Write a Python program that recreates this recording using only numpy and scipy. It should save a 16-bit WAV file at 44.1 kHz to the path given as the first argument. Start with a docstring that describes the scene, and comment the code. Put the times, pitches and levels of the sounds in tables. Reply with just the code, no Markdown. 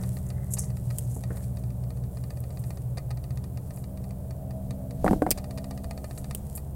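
"""Dry roots rustle and tear under a hand pulling small potatoes out of potting soil, outdoors.
About five seconds in, the potatoes drop into a plastic bucket, knocking and setting it ringing.
Far off, two engines drone and beat against each other, slowly speeding up.
Close to the microphone, the camera's lens mechanism ticks faintly, in spells, on a 15 Hz clock."""
import sys
import numpy as np
from scipy import signal
from scipy.fft import rfft, irfft
from scipy.io import wavfile
from scipy.ndimage import map_coordinates

SR = 44100
rng = np.random.default_rng(int(sys.argv[2]) if len(sys.argv) > 2 else 0)


def store_pcm(level_fs):
    """Save levels as 16-bit WAV."""
    pcm = np.round(np.clip(level_fs, -1, 1) * 32767).astype(np.int16)
    wavfile.write(sys.argv[1], SR, np.atleast_2d(pcm).T)


N = 297675
TIME = np.arange(N) / SR


def amp(db):
    """Decibels to gain."""
    return 10 ** (np.asarray(db) / 20)


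def unit(x):
    """Scales to rms 1."""
    return x / np.sqrt(np.mean(x ** 2) + 1e-20)


def blow(x):
    """Scales a short sound to the energy of 5 ms at rms 1."""
    return x / np.sqrt(np.sum(x ** 2) / (.005 * SR))


def add(mix, s, sound):
    """Puts a sound into the mix at s seconds."""
    part = mix[max(round(s * SR), 0):][:len(sound)]
    part += sound[:len(part)]


def curves(rows):
    """Each column of a table of (seconds, ..) rows, at every sample."""
    s, *columns = np.transpose(rows)
    return [np.interp(TIME, s, c) for c in columns]


def wander(rate):
    """Smooth random drift of rms near 1, changing about rate times a second."""
    knots = rng.standard_normal(512)
    grid = np.arange(0, N + 256, 256)
    drift = map_coordinates(knots, [grid / SR * rate], mode="wrap")
    return np.interp(np.arange(N), grid, drift)


def movements(rows):
    """Gain over time of movements that each swell to a peak and die away a little faster."""
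    power = np.zeros(N)
    for s, length, db in rows:
        away = (TIME - s) / (length * np.where(TIME < s, 0.67, 0.5))
        power += (amp(db) / (1 + away ** 2 / 2) ** 2) ** 2
    return np.sqrt(power)


def response(points, hz):
    """Gain of a (Hz, dB) spectrum at the given frequencies."""
    f, db = np.transpose(points)
    return amp(np.interp(np.log(hz + 1), np.log(f), db))


def coloured(x, points):
    """Gives a long sound a spectrum; rms 1."""
    gain = response(points, np.fft.rfftfreq(len(x), 1 / SR))
    return unit(irfft(rfft(x) * gain, len(x)))


def impulse(points, corner_hz=np.inf, size=2048):
    """Causal click with this spectrum; a soft contact dulls it above the corner."""
    hz = abs(np.fft.fftfreq(size, 1 / SR))
    log_gain = np.log(response(points, hz) / (1 + (hz / corner_hz) ** 2) ** 2)
    return np.fft.ifft(np.exp(signal.hilbert(log_gain).conj())).real


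def burst(t60, rise, size=2048):
    """Noise that swells quickly and dies: the dense ringing of a small object."""
    t = np.arange(size) / SR
    return rng.standard_normal(size) * amp(-60 * t / t60) * (1 - np.exp(-t / rise))


def ring(modes, corner_hz=np.inf, detune=0, size=8192):
    """Dying (Hz, dB, t60) modes, optionally detuned; a soft contact weakens the high ones."""
    out, t = np.zeros(size), np.arange(size) / SR
    for hz, db, t60 in modes:
        pitch = hz * (1 + detune * rng.uniform(-1, 1))
        out += amp(db - 60 * t / t60) * np.sin(2 * np.pi * pitch * t) / (1 + (hz / corner_hz) ** 2)
    return out


def crackle(count, per_s, spread_db):
    """A train of tiny breaks, most small and a few large."""
    sizes = amp(spread_db * np.minimum(rng.exponential(1, count), 4))
    return unit(rng.standard_normal(count) * sizes * (rng.random(count) < per_s / SR))


# Open air with microphone hiss, and handling rumble. 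Each row: frequency in Hz, relative level in dB.
AIR_COLOUR = [(20, -3), (50, -1), (130, 3), (200, -7), (330, -10), (480, -11), (650, -15), (850, -19),
              (1200, -29.5), (2000, -40), (4000, -43), (6000, -43), (9000, -34), (15000, -31.5)]
RUMBLE_COLOUR = [(15, -10), (27, 3), (42, 7), (70, 1), (150, 2), (400, -43.5)]
# Sways of the hand-held camera. Each row: peak time and length in seconds, level in dB.
CAMERA_BUMPS = [(4.7, 0.2, -45), (5.11, 0.12, -26.5), (5.345, 0.12, -32.5), (5.8, 0.6, -44),
                (6.36, 0.31, -40.5)]

def air():
    """Steady distant wash and hiss, with a low rumble as the camera moves."""
    wash = amp(-44 + 0.16 * wander(3.8)) * coloured(rng.standard_normal(N), AIR_COLOUR)
    rumble = movements(CAMERA_BUMPS) * coloured(rng.standard_normal(N), RUMBLE_COLOUR)
    return wash + rumble


def engine_order(rate, multiple, fading, fade_rate):
    """One harmonic of the firing rate, rms 1; the moving air shifts its level and phase."""
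    angle = 2 * np.pi * (multiple * np.cumsum(rate) / SR + rng.random())
    in_phase = (1 + fading * wander(fade_rate)) * np.cos(angle)
    return unit(in_phase + fading * wander(fade_rate) * np.sin(angle))


# Two engines, far off. Each row: time in seconds, firing rate of the first and the second in Hz.
FIRING_RATES = [(0, 15.56, 17.0), (1.1, 15.58, 17.04), (1.8, 15.78, 17.25), (3.0, 15.42, 17.08),
                (4.2, 15.9, 17.48), (5.5, 16.25, 17.88), (6.75, 17.41, 19.06)]
# The first one's drone. Each row: multiple of its rate, base level in dB at low and at high revs.
FIRST_ORDERS = [(4, -41, -42), (5, -42.5, -46), (7, -46.5, -46.5), (8, -38, -45), (9, -43, -48.5),
                (11, -49.5, -52), (12, -49.5, -46), (16, -58, -52.5)]
# The second one's drone, and the first one's whine. Each row: multiple of the rate, base level in dB.
SECOND_ORDERS = [(3, -83), (4, -56), (5, -45), (7, -38), (8, -50.5), (9, -58.5), (11, -46.5), (15, -65),
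                 (17, -76)]
WHINE_ORDERS = [(30, -6.5), (32, -13.5), (36, -2.5), (37, -1.5), (40, 0.5), (41, -5), (44, -8.5),
                (45, -8.5), (49, -11.5)]
# How the air carries them to the microphone. Each row: time in seconds, then gains in dB
# for the second engine, the whine and the top orders of the first engine's drone.
AIR_CARRY = [(0, 3.5, -62.5, -12), (1.1, 1, -61.5, 0.5), (2.7, -4, -60.5, -3.5), (3.6, 3, -63, -3),
             (4.7, -6, -51.5, 4), (5.7, -11, -53, 2), (6.2, -7.5, -58.5, 0), (6.75, -6.5, -65, -20)]

def engines():
    """Two stacks of low orders beat, a little apart in speed, under a rougher whine."""
    first_hz, second_hz = curves(FIRING_RATES)
    second_db, whine_db, top_db = curves(AIR_CARRY)
    idle_hz, revved_hz = 15.6, 16.15
    revs = np.clip((first_hz - idle_hz) / (revved_hz - idle_hz), 0, 1)
    first = np.zeros(N)
    for k, low, high in FIRST_ORDERS:
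        level_db = low + revs * (high - low) + top_db * (k >= 12)
        first += amp(level_db) * engine_order(first_hz, k, fading=.26, fade_rate=3)
    second = sum(amp(db) * engine_order(second_hz, k, fading=.78, fade_rate=2.212)
                 for k, db in SECOND_ORDERS)
    whine = sum(amp(db) * engine_order(first_hz, k, fading=.99, fade_rate=14) for k, db in WHINE_ORDERS)
    return first + amp(second_db) * second + amp(whine_db) * whine


# The lens hunting for focus. Each row: start and end in seconds, level in dB, share of beats that tick.
FOCUS_HUNTS = [(0.62, 0.8, -53, 0.9), (1.42, 2.12, -58, 0.7), (2.15, 2.8, -52.5, 0.96),
               (3.15, 3.46, -52, 1.0), (3.75, 4.13, -53.5, 0.85), (4.42, 4.95, -52, 0.5),
               (5.42, 6.27, -48.5, 0.99)]
# Its large moves. Each row: time in seconds, level in dB, number of steps.
FOCUS_MOVES = [(0.04, -48.5, 1), (0.17, -48.5, 1), (0.3, -48.5, 1), (0.57, -48.5, 4), (0.9, -50.5, 2),
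               (1.24, -45.5, 1), (1.37, -52, 1), (1.57, -51, 1), (1.9, -51, 1), (2.31, -47.5, 1),
               (2.71, -47, 1), (2.97, -45.5, 3), (3.11, -46.5, 2), (3.57, -51, 1), (3.71, -50.5, 1),
               (4.31, -50, 1), (4.71, -47, 1), (5.38, -45.5, 3), (5.58, -47.5, 3), (5.71, -43.5, 1),
               (5.91, -42.5, 1), (6.04, -42.5, 1), (6.31, -43, 1), (6.58, -46.5, 1)]

def lens_moves():
    """(seconds, dB, steps) of small hunting steps and large moves, all on the lens's 15 Hz clock."""
    clock = np.arange(0.0355, N / SR, 0.066748)
    chance = rng.random(len(clock))
    moves = {}
    for start, end, db, share in FOCUS_HUNTS:
        for s in clock[(start <= clock) & (clock <= end) & (chance < share)]:
            moves[s] = (db, 1)
    for s, db, steps in FOCUS_MOVES:
        nearest_beat = clock[np.argmin(abs(clock - s))]
        moves[nearest_beat] = (db, steps)
    return [(s, db, steps) for s, (db, steps) in moves.items()]


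# The lens's rattle, right beside the microphone. Each row: frequency in Hz, relative level in dB.
TICK_COLOUR = [(300, 6), (700, 18), (1200, 0), (1500, 0), (1850, 1.5), (2400, -0.5), (2850, -0.5),
               (3250, -13.5), (3700, 1.5), (4400, 2), (5100, -1), (5600, -1.5), (6600, -3), (7500, -3.5),
               (8700, -2.5), (10500, -3), (15000, -14)]
# The camera body's modes. Each row: frequency in Hz, relative level in dB, t60 in seconds.
CAMERA_MODES = [(1219, 4.5, 0.075), (1841, 3.5, 0.059), (2005, -1.5, 0.075), (2410, -1.5, 0.073),
                (4486, -3.5, 0.081), (4710, 8, .025), (8410, 7, 0.02)]

def lens():
    """The lens moves one step or a few in quick succession; each rattles and rings the camera body."""
    out, body = np.zeros(N), impulse(TICK_COLOUR)
    step_gap_s = .0047
    for s, db, steps in lens_moves():
        for onset in s + step_gap_s * np.arange(round(steps)):
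            rattle = burst(t60=0.016, rise=0.00075) + amp(-19.5) * burst(t60=0.082, rise=0.0022)
            add(out, onset, amp(db + 5) * blow(signal.fftconvolve(rattle, body)))
            add(out, onset, amp(db - 1) * blow(ring(CAMERA_MODES, detune=0.036, size=2048)))
    return out


# A stem scraping in the pot. Each row: peak time and length in seconds, level in dB.
STEM_SCRAPES = [(0.42, 0.19, -64.5), (0.68, 0.17, -71)]
# Its rasp. Each row: frequency in Hz, relative level in dB.
SCRAPE_COLOUR = [(1200, -14), (1750, -7), (2050, 0), (2350, -30), (3500, -45)]

def stem():
    """A stiff stem slips over the soil with a faint, narrow rasp."""
    return movements(STEM_SCRAPES) * coloured(crackle(N, per_s=540, spread_db=-2), SCRAPE_COLOUR)


# The hand down in the pot. Each row: start in seconds, level in dB, upper resonance in Hz,
# its relative level in dB.
POT_SCUFFS = [(1.163, -36.5, 720, -15), (1.304, -35.5, 1500, -10), (1.313, -39.5, 1690, -15)]

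def scuffs():
    """A brief rub excites the pot's hollow resonance and an upper one."""
    out, t = np.zeros(N), np.arange(1024) / SR
    hollow_hz = 453
    for s, db, upper_hz, upper_db in POT_SCUFFS:
        for hz, level_db in ((hollow_hz, db), (upper_hz, db + upper_db)):
            resonance = t * ring([(hz, 0, .005)], size=len(t))  # swells first, so its skirts are steep
            rub = burst(t60=0.026, rise=0.0016)
            add(out, s, amp(level_db) * blow(signal.fftconvolve(rub, resonance)))
    return out


# Nearby, the hand strokes through the roots and drags their mat over the soil.
# Each row: peak time and length in seconds, level in dB.
HAND_STROKES = [(0.04, 0.43, -53), (0.65, 0.46, -58), (1.03, 0.25, -52.5), (1.42, 0.39, -57),
                (2.25, 0.5, -63), (2.65, 0.28, -59), (3.72, 0.2, -62.5), (5.2, 0.39, -65),
                (5.75, 0.63, -65.5), (6.19, 0.31, -55.5), (6.54, 0.17, -57)]
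MAT_DRAGS = [(0.01, 0.095, -49), (0.36, 0.28, -63), (0.65, 0.27, -69), (1.37, 0.09, -51), (1.6, 0.26, -81)]
# The bright rustle and the dull rub. Each row: frequency in Hz, relative level in dB.
ROOT_COLOUR = [(400, -51), (1200, -7), (2500, -9), (4000, -7.5), (6000, -3.5), (8500, 7), (11000, 3.5),
               (13000, 2), (16000, -10)]
DRAG_COLOUR = [(200, 1), (500, 13.5), (1200, -2.5), (1900, -1.5), (2400, -15), (3500, -23), (8000, -52)]

def roots():
    """Dry roots and crumbs crackle under the hand; the mat rubs over the soil."""
    stir = np.hypot(movements(HAND_STROKES), amp(-69))  # the floors: roots settling between movements
    drag = np.hypot(movements(MAT_DRAGS), amp(-72))
    fine = amp(2 * wander(40)) * crackle(N, per_s=4500, spread_db=2.5)
    coarse = crackle(N, per_s=70, spread_db=3.5)
    rustle = stir * coloured(fine + amp(-5) * coarse, ROOT_COLOUR)
    rub = drag * amp(2 * wander(28.8)) * coloured(crackle(N, per_s=1600, spread_db=-2.5), DRAG_COLOUR)
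    return rustle + rub


# Roots tearing in the pot. Each row: start in seconds, level in dB, length in seconds, centre in Hz.
ROOT_TEARS = [(0.01, -50, 0.0032, 6900), (0.133, -52, 0.024, 13000), (0.265, -45.5, 0.0027, 8360),
              (0.287, -47.5, 0.0059, 8300), (0.503, -41, 0.033, 9000), (0.536, -26.5, 0.0054, 8550),
              (0.583, -29.5, 0.012, 8100), (0.608, -44.5, 0.029, 7900), (1.034, -52.5, 0.014, 8500),
              (1.099, -50.5, 0.018, 8500), (1.139, -46.5, 0.025, 8900), (1.349, -54, 0.035, 10000),
              (2.4, -47.5, 0.0044, 11100), (2.59, -47.5, 0.0087, 11300), (2.657, -55, 0.028, 10500),
              (3.731, -54, 0.054, 9800), (6.178, -43.5, 0.011, 9450), (6.368, -55, 0.017, 9100),
              (6.55, -37.5, 0.016, 10400)]

def tears():
    """A bundle of fibres gives way in one short spurt of tiny breaks."""
    out, t = np.zeros(N), np.arange(8192) / SR
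    for s, db, length, centre_hz in ROOT_TEARS:
        octaves = np.log2((np.fft.rfftfreq(len(t), 1 / SR) + 1) / centre_hz)
        band = 1 / (1 + (abs(octaves) / .5) ** 6) + 0.036
        breaks = crackle(len(t), per_s=3800, spread_db=2.5)
        fibres = unit(irfft(rfft(breaks) * band))
        swell = t / (length * 0.59)
        add(out, s, amp(db) * fibres * swell * np.exp(1 - swell))
    return out


# Dry snaps, close by. Each row: start in seconds, level in dB, resonance in Hz, its relative level in dB.
DRY_SNAPS = [(0.985, -27, 3100, -21.5), (5.3067, -16, 4700, -22), (5.3122, -18, 4860, -7.5),
             (5.3157, -31, 4700, -7), (5.32, -32.5, 2400, -4), (6.3488, -28, 3060, -16)]
# Their crack. Each row: frequency in Hz, relative level in dB.
SNAP_COLOUR = [(500, 2), (1300, -17), (4000, -37), (4900, -9), (6800, -1.5), (8500, 7.5), (11000, 2.5),
               (12500, 1), (14000, 4), (16000, 2.5)]

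def snaps():
    """Bright cracks of a few milliseconds, each with one resonance and a faint tail."""
    out = np.zeros(N)
    for s, db, ring_hz, ring_db in DRY_SNAPS:
        crack = burst(t60=0.0032, rise=0.00094) + amp(-24.5) * burst(t60=0.036, rise=0.0013)
        add(out, s, amp(db) * blow(signal.fftconvolve(crack, impulse(SNAP_COLOUR))))
        add(out, s, amp(db + ring_db) * blow(signal.fftconvolve(crack, ring([(ring_hz, 0, .005)]))))
    return out


# Potatoes hitting the bucket and each other, near the microphone.
# Each row: start in seconds, level in dB, knock pitch in Hz, relative level of the bucket's ring in dB.
POTATO_HITS = [(5.0429, -13, 295, -15), (5.062, -18.5, 676, -3), (5.078, -20, 1180, 1),
               (5.109, -16.5, 250, -1), (5.1301, -19.5, 410, -2), (5.159, -34, 304, -9),
               (5.2195, -18, 554, 2.5), (5.264, -23.5, 706, 1), (5.289, -34.5, 650, 1)]
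# The scuff of each hit. Each row: frequency in Hz, relative level in dB.
THUD_COLOUR = [(20, -41), (90, -8.5), (180, 10.5), (400, 2.5), (550, 0.5), (900, 0), (1450, -5), (2200, -7),
               (3000, -15), (5000, -9)]
# The plastic bucket's modes. Each row: frequency in Hz, relative level in dB, t60 in seconds.
BUCKET_MODES = [(174, -13, 0.13), (204.3, -1.5, 0.15), (306.8, 2.5, 0.21), (498, 2.5, 0.047),
                (573, -27, 0.053), (732, 5.5, 0.067), (860, -34, 0.069), (1230, -27, 0.047),
                (1540, -18, 0.15)]

def potatoes():
    """Each potato gives a damped knock with a scuff, crushes some crumbs and sets the bucket ringing."""
    out, t = np.zeros(N), np.arange(2048) / SR
    squash_s, peak_cycles = .0015, 0.79  # first touch to full force; cycles to the knock's fullest
    for s, db, hz, ring_db in POTATO_HITS:
        corner_hz = 2.86 * hz  # a harder contact is both higher and brighter
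        cycles = hz * t
        knock = cycles * np.exp(-cycles / peak_cycles) * np.sin(2 * np.pi * cycles)
        scuff = signal.fftconvolve(burst(t60=.033, rise=.001), impulse(THUD_COLOUR, corner_hz))
        grit = signal.fftconvolve(burst(t60=0.081, rise=0.00052), impulse(ROOT_COLOUR))
        add(out, s + squash_s, amp(db - 4) * blow(knock))
        add(out, s, amp(db) * blow(scuff))
        add(out, s, amp(db - 27.5) * blow(grit))
        add(out, s + squash_s, amp(db + ring_db) * blow(ring(BUCKET_MODES, corner_hz)))
    return out


def scene():
    """Everything as it reaches the one microphone."""
    mix = engines() + air() + roots() + stem() + tears() + scuffs() + snaps() + potatoes() + lens()
    return mix[None]


def record(dry):
    """The recorder passes nothing above about 16 kHz."""
    lowpass = signal.firwin(401, 15950, window=("kaiser", 9), fs=SR)
    return signal.oaconvolve(dry, lowpass[None], "same")


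dry = scene()
out = record(dry)
store_pcm(out)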